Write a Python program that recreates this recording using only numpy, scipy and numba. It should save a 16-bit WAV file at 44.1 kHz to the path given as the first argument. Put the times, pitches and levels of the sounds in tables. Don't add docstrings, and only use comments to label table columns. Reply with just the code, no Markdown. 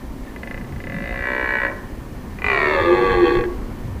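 import sys
import numpy as np
from scipy import signal
from scipy.io import wavfile
from numba import njit

SR = 44100
rng = np.random.default_rng(int(sys.argv[2]) if len(sys.argv) > 2 else 0)


def generate_wav(sig):
    pcm = np.round(np.clip(np.atleast_2d(sig).T, -1, 1) * 32767).astype(np.int16)
    wavfile.write(sys.argv[1], SR, pcm)


N = 176400

# t/s, then level/dB of the deep, the low and the middle band
WIND_GUSTS = [(0.0, -40, -62, -36.5), (0.04, -29.5, -44.5, -42), (0.49, -37, -44.5, -44.5),
              (0.67, -34, -35.5, -31.5), (0.77, -36, -30, -29), (0.81, -44, -37, -42),
              (0.86, -31, -35, -34.5), (1.04, -34.5, -42, -32), (1.24, -30, -48, -54),
              (1.63, -36.5, -43.5, -42.5), (2.9, -34, -31.5, -40.5), (3.17, -29, -48, -29.5),
              (3.23, -34, -36, -43), (3.4, -26, -35.5, -27.5), (3.45, -36, -34, -47),
              (3.49, -25.5, -38, -52), (3.94, -36.5, -25.5, -40), (4.0, -39, -38, -36)]
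WIND_EDGES_HZ = [15, 55, 110, 210]
LUMP_DB, LUMPS_PER_S = 2, 8.7
# f/Hz, relative level/dB per Hz
HUSH_COLOUR = [(120, -31), (200, -1), (307, -2), (402, -20), (437, -11.5), (680, -18), (891, -15.5),
               (1490, -27.5), (1760, -23.5), (2120, -30), (6000, -43), (7800, -69), (13200, -120)]
# t/s, level/dB
HUSH_LEVEL = [(0, -37), (.5, -35.5), (1, -36), (2, -36.5), (2.5, -35), (3.5, -33.5), (4, -36)]
HUSH_FLICKER_DB, HUSH_FLICKERS_PER_S = 0.9, 15.5
# t/s, level/dB
THIN_HISS_LEVEL = [(0, -53), (.2, -59), (.3, -45), (.4, -65), (1.8, -45), (2.0, -57), (2.3, -52.5),
                   (3.5, -59), (4, -55)]
THIN_HISS_HZ, THIN_HISS_WIDTH_HZ = 1790, 70
HISS_DB, HISS_SIDE_DB = -53.5, -19
ECHO_DB, ECHO_T60_S, ECHO_RISE_S, ECHO_LOWPASS_HZ = -16.5, 0.66, 0.021, 1000
CUTOFF_HZ = 15450

# t/s, peak level/dB into the throat
GROAN_CREAK = [(0.3616, -28), (0.4324, -23.5), (0.4738, -25), (0.5104, -23.5), (0.5435, -25), (0.5764, -27),
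               (0.612, -32.5), (0.6452, -35.5), (0.6868, -43), (0.7238, -35), (0.7612, -34), (0.8025, -28),
               (0.8395, -27), (0.8704, -24.5), (0.898, -24)]
# t/s, peak level/dB into the throat
ROAR_CREAK = [(2.387, -29), (2.4197, -20), (3.4085, -17), (3.4386, -20.5), (3.4526, -28)]
# t/s, slap rate/Hz, slap height/dB before SLAP_TRIM_DB, throat stretch/0-1,
# boost of the low resonances/dB, roughness/0-1
GROAN_COURSE = [(.9215, 45.4, -23, 0.13, 2.5, .02), (.961, 47.5, -22, 0.38, 2.5, 0),
                (1.011, 54.6, -21.5, 0.36, 1, 0.1), (1.071, 58.7, -22, 0.06, 4, 0),
                (1.15, 60.6, -20, 0.27, 5, 0.11), (1.22, 62.4, -15, 0.66, -4.5, 0.06),
                (1.27, 64, -11.5, 0.82, -0.5, .03), (1.4, 64, -10, 0.92, -1.5, 0.02),
                (1.46, 63, -11, 0.9, -1, 0.07), (1.52, 63.7, -9.5, 0.95, -3, 0.11),
                (1.58, 62.5, -9.5, 1, -5, 0.14), (1.65, 61.5, -10.5, 0.9, -0.5, 0.17),
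                (1.7, 61, -22.5, 0.92, 12, 0.26), (1.78, 60, -43, 0.8, -14, .3)]
ROAR_COURSE = [(2.443, 44.13, -10.5, 0.07, 0, 0.018), (2.475, 51.8, -10.5, .05, 0, 0.022),
               (2.5, 63.95, -8.5, 0.13, 0.052, 0.026), (2.55, 68.7, -10, 0.29, 0, 0.066),
               (2.62, 73.73, -9.5, 0.404, 0, 0.081), (2.7, 75.94, -10.5, .58, 0, .1),
               (2.8, 81.27, -10.5, 0.812, 0.0067, 0.13), (2.88, 87.17, -14, .84, 0, 0.19),
               (2.95, 92.93, -12, 0.91, 0, 0.12), (3.04, 96.56, -13, 0.93, 0, 0.032),
               (3.12, 92.5, -11.5, .96, 0, 0.17), (3.2, 87.51, -15, 0.95, 0, 0.11),
               (3.27, 79.14, -13.5, .99, 0.029, 0.28), (3.32, 67.18, -13.5, 0.96, 0.014, 0.16),
               (3.36, 59.2, -12, 0.91, 0.00071, 0.16), (3.395, 46.83, -18, .99, 0, 0.25)]
# f short/Hz, f stretched/Hz, level short/dB, level stretched/dB,
# width/Hz (the top ones are at least TOP_WIDTH_HZ wide)
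GROAN_THROAT = [(346, 337, -25, -12, 76), (530, 580.4, -8, -11.5, 51), (709, 728, -14, -23.5, 40),
                (970, 898, -27, -13.5, 55), (1106, 1050, -22.5, -10.5, 48), (1260, 1320, -15, -14, 150),
                (1575, 1500, -19, -16.5, 31), (1755, 1715, -6, -9, 41), (2030, 1910, 0.5, -5, 55),
                (2374, 2270, -18.5, -13, 35.5), (2480, 2900, -19, -29.5, 23), (2880, 2800, -13.5, -42, 90),
                (3730, 3490, -20, -32, 74), (4030, 3960, -24, -29, 310), (4350, 4250, -21, -29.5, 210),
                (4800, 4700, -24, -34, 350)]
ROAR_THROAT = [(408, 347.2, -14, -2, 15.3), (797, 469.7, -19.5, -4.5, 16.5), (956, 550, -13.5, -34, 36),
               (1180, 787, -9.5, -7, 50), (1536, 1125, -19.5, -7, 28), (1074, 1100, -25, -17, 16),
               (2040, 1640, -0.5, -8, 51), (2260, 1820, -23, -16.5, 19), (2434, 1990, -1, -11, 61),
               (2650, 2210, -28, -24, 20), (3000, 2470, -27, -22.5, 17), (2890, 2650, -30, -27.5, 16.7),
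               (3480, 3600, -51, -43, 24), (3570, 3200, -29.5, -17, 99), (4020, 3500, -29.5, -18, 100),
               (4240, 3920, -27, -29.5, 72), (4680, 4180, -37, -22, 92), (4800, 4380, -32, -20, 120),
               (4360, 4500, -33, -29, 91)]
GROAN_SIGNS, ROAR_SIGNS = "-+-+---+++-+-+-+", "+--+-+----+-++--+-+"
SLAP_TRIM_DB = -0.5
JITTER, SHIMMER_DB, BREATH_DB = .03, 6, -18.04
WAVER_DB, WAVERS_PER_S = 11, 10
BOOST_UNDER_HZ, SKIRT_UNDER_HZ, TOP_OVER_HZ = 1200, 2400, 3000
TOP_WIDTH_HZ, RASP_DB = 110, -27
SKIRT_LOWPASS_HZ = 2810
VOICE_LOW_HZ, VOICE_TOP_HZ = 269, 4750
AIR_HZ, GROAN_AIR_DB, ROAR_AIR_DB = 6200, -58, -43.5


def amp(db):
    return 10 ** (np.asarray(db) / 20)


def unit(x):
    return x / np.sqrt(np.mean(x ** 2) + 1e-20)


def in_time(rows):
    s, *columns = np.transpose(rows)
    return [np.interp(np.arange(N) / SR, s, c) for c in columns]


def drift(rate_hz):
    r = np.exp(-80 * np.pi * rate_hz / SR)
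    noise = rng.standard_normal(N // 40 + 2002)
    slow = signal.lfilter([1], [1, -2 * r, r * r], noise)[2000:]
    return np.interp(np.arange(N) / 40, np.arange(len(slow)), unit(slow))


def band(low_hz, high_hz, order=2):
    sos = signal.butter(order, [low_hz, high_hz], "band", fs=SR, output="sos")
    return unit(signal.sosfilt(sos, rng.standard_normal(N + SR))[SR:])


def cut(x, hz, kind):
    return signal.sosfilt(signal.butter(5, hz, kind, fs=SR, output="sos"), x + 1e-18)


def hiss():
    mid, side = rng.standard_normal((2, N))
    return amp(HISS_DB) * (mid + amp(HISS_SIDE_DB) * side * [[1], [-1]])


def hush():
    hz, db = np.transpose(HUSH_COLOUR)
    edges = 200 * 2 ** np.arange(0, 5.1, .5)
    white = rng.standard_normal((2, N))
    out = 0
    for k, (low, high) in enumerate(zip(edges, edges[1:])):
        sos = signal.butter(2, [low, high], "band", fs=SR, output="sos")
        part = signal.sosfilt(sos, white[k % 2])
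        colour_db = np.interp(np.log(low * high) / 2, np.log(hz), db)
        out = out + part * amp(colour_db + HUSH_FLICKER_DB * drift(HUSH_FLICKERS_PER_S))
    return amp(in_time(HUSH_LEVEL)[0]) * unit(out)


def wind():
    return sum(amp(db + LUMP_DB * drift(LUMPS_PER_S)) * band(low, high)
               for db, low, high in zip(in_time(WIND_GUSTS), WIND_EDGES_HZ, WIND_EDGES_HZ[1:]))


def thin_hiss():
    half = THIN_HISS_WIDTH_HZ / 2
    return amp(in_time(THIN_HISS_LEVEL)[0]) * band(THIN_HISS_HZ - half, THIN_HISS_HZ + half, order=1)


def forest_echo(x):
    t = np.arange(SR) / SR
    tail = rng.standard_normal(SR) * amp(-60 * t / ECHO_T60_S) * np.clip(t / ECHO_RISE_S, 0, 1)
    tail = signal.sosfilt(signal.butter(2, ECHO_LOWPASS_HZ, fs=SR, output="sos"), tail)
    return amp(ECHO_DB) * signal.fftconvolve(x, tail / np.linalg.norm(tail))[:N]


@njit
def ring(drive, angle, r):
    out = np.zeros(len(drive))
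    for i in range(2, len(drive)):
        feedback = 2 * r * np.cos(angle[i]) * out[i - 1] - r * r * out[i - 2]
        out[i] = feedback + np.sin(angle[i]) * drive[i - 1]
    return out


def folds(rate, height_db, rough, a, b):
    n = np.arange(N)
    phase = np.cumsum(rate * (n >= a)) / SR
    phase = phase + JITTER * rough * drift(40) * (n > a + 200)
    turns = np.maximum.accumulate(np.floor(phase))
    slaps = np.diff(turns, prepend=0) * amp(SHIMMER_DB * rough * rng.standard_normal(N))
    slaps[a] = 1
    breath = amp(BREATH_DB) * rough * rng.standard_normal(N) * (1 - phase % 1) ** 2
    height = amp(height_db + SLAP_TRIM_DB) * (n >= a) * (n < b)
    puff = height * (1 - phase % 1 / 2)
    return (slaps + breath) * height, puff


def call(course, creak, throat, signs, air_db):
    rate, height_db, stretch, boost_db, rough = in_time(course)
    rough = np.clip(rough, 0, 1)
    a, b = int(course[0][0] * SR), int(course[-1][0] * SR)
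    drive, puff = folds(rate, height_db, rough, a, b)
    rasp = amp(RASP_DB) * puff * rng.standard_normal(N)
    for s, db in creak:
        drive[int(s * SR)] += amp(db)
    start = int(min(course[0][0], creak[0][0]) * SR) - 10
    span = slice(start, min(b + SR // 2, N))
    stretch = np.clip(stretch[span], 0, 1.1)
    upper, lower = np.zeros((2, N))
    for (hz0, hz1, db0, db1, width), sign in zip(throat, signs):
        waver_db = WAVER_DB * rough * drift(WAVERS_PER_S)
        level_db = db0 + (db1 - db0) * stretch
        gain = amp(level_db + boost_db[span] * (hz1 < BOOST_UNDER_HZ) + waver_db[span])
        top = hz1 > TOP_OVER_HZ
        width = max(width, TOP_WIDTH_HZ * top)
        angle = 2 * np.pi * (hz0 + (hz1 - hz0) * stretch) / SR
        push = (drive + top * rasp)[span] * gain + 1e-18
        group = lower if hz1 < SKIRT_UNDER_HZ else upper
        group[span] += int(sign + "1") * ring(push, angle, np.exp(-np.pi * width / SR))
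    voice = upper + cut(lower, SKIRT_LOWPASS_HZ, "low")
    voice = cut(cut(voice, VOICE_TOP_HZ, "low"), VOICE_LOW_HZ, "high")
    air = amp(air_db) * puff * band(AIR_HZ * .8, AIR_HZ * 1.3)
    return voice + air


def scene():
    groan = call(GROAN_COURSE, GROAN_CREAK, GROAN_THROAT, GROAN_SIGNS, GROAN_AIR_DB)
    roar = call(ROAR_COURSE, ROAR_CREAK, ROAR_THROAT, ROAR_SIGNS, ROAR_AIR_DB)
    stag = groan + roar
    return hiss() + hush() + wind() + thin_hiss() + forest_echo(stag) + stag


def record(dry):
    return signal.sosfilt(signal.ellip(12, .5, 70, CUTOFF_HZ, fs=SR, output="sos"), dry)


dry = scene()
out = record(dry)
generate_wav(out)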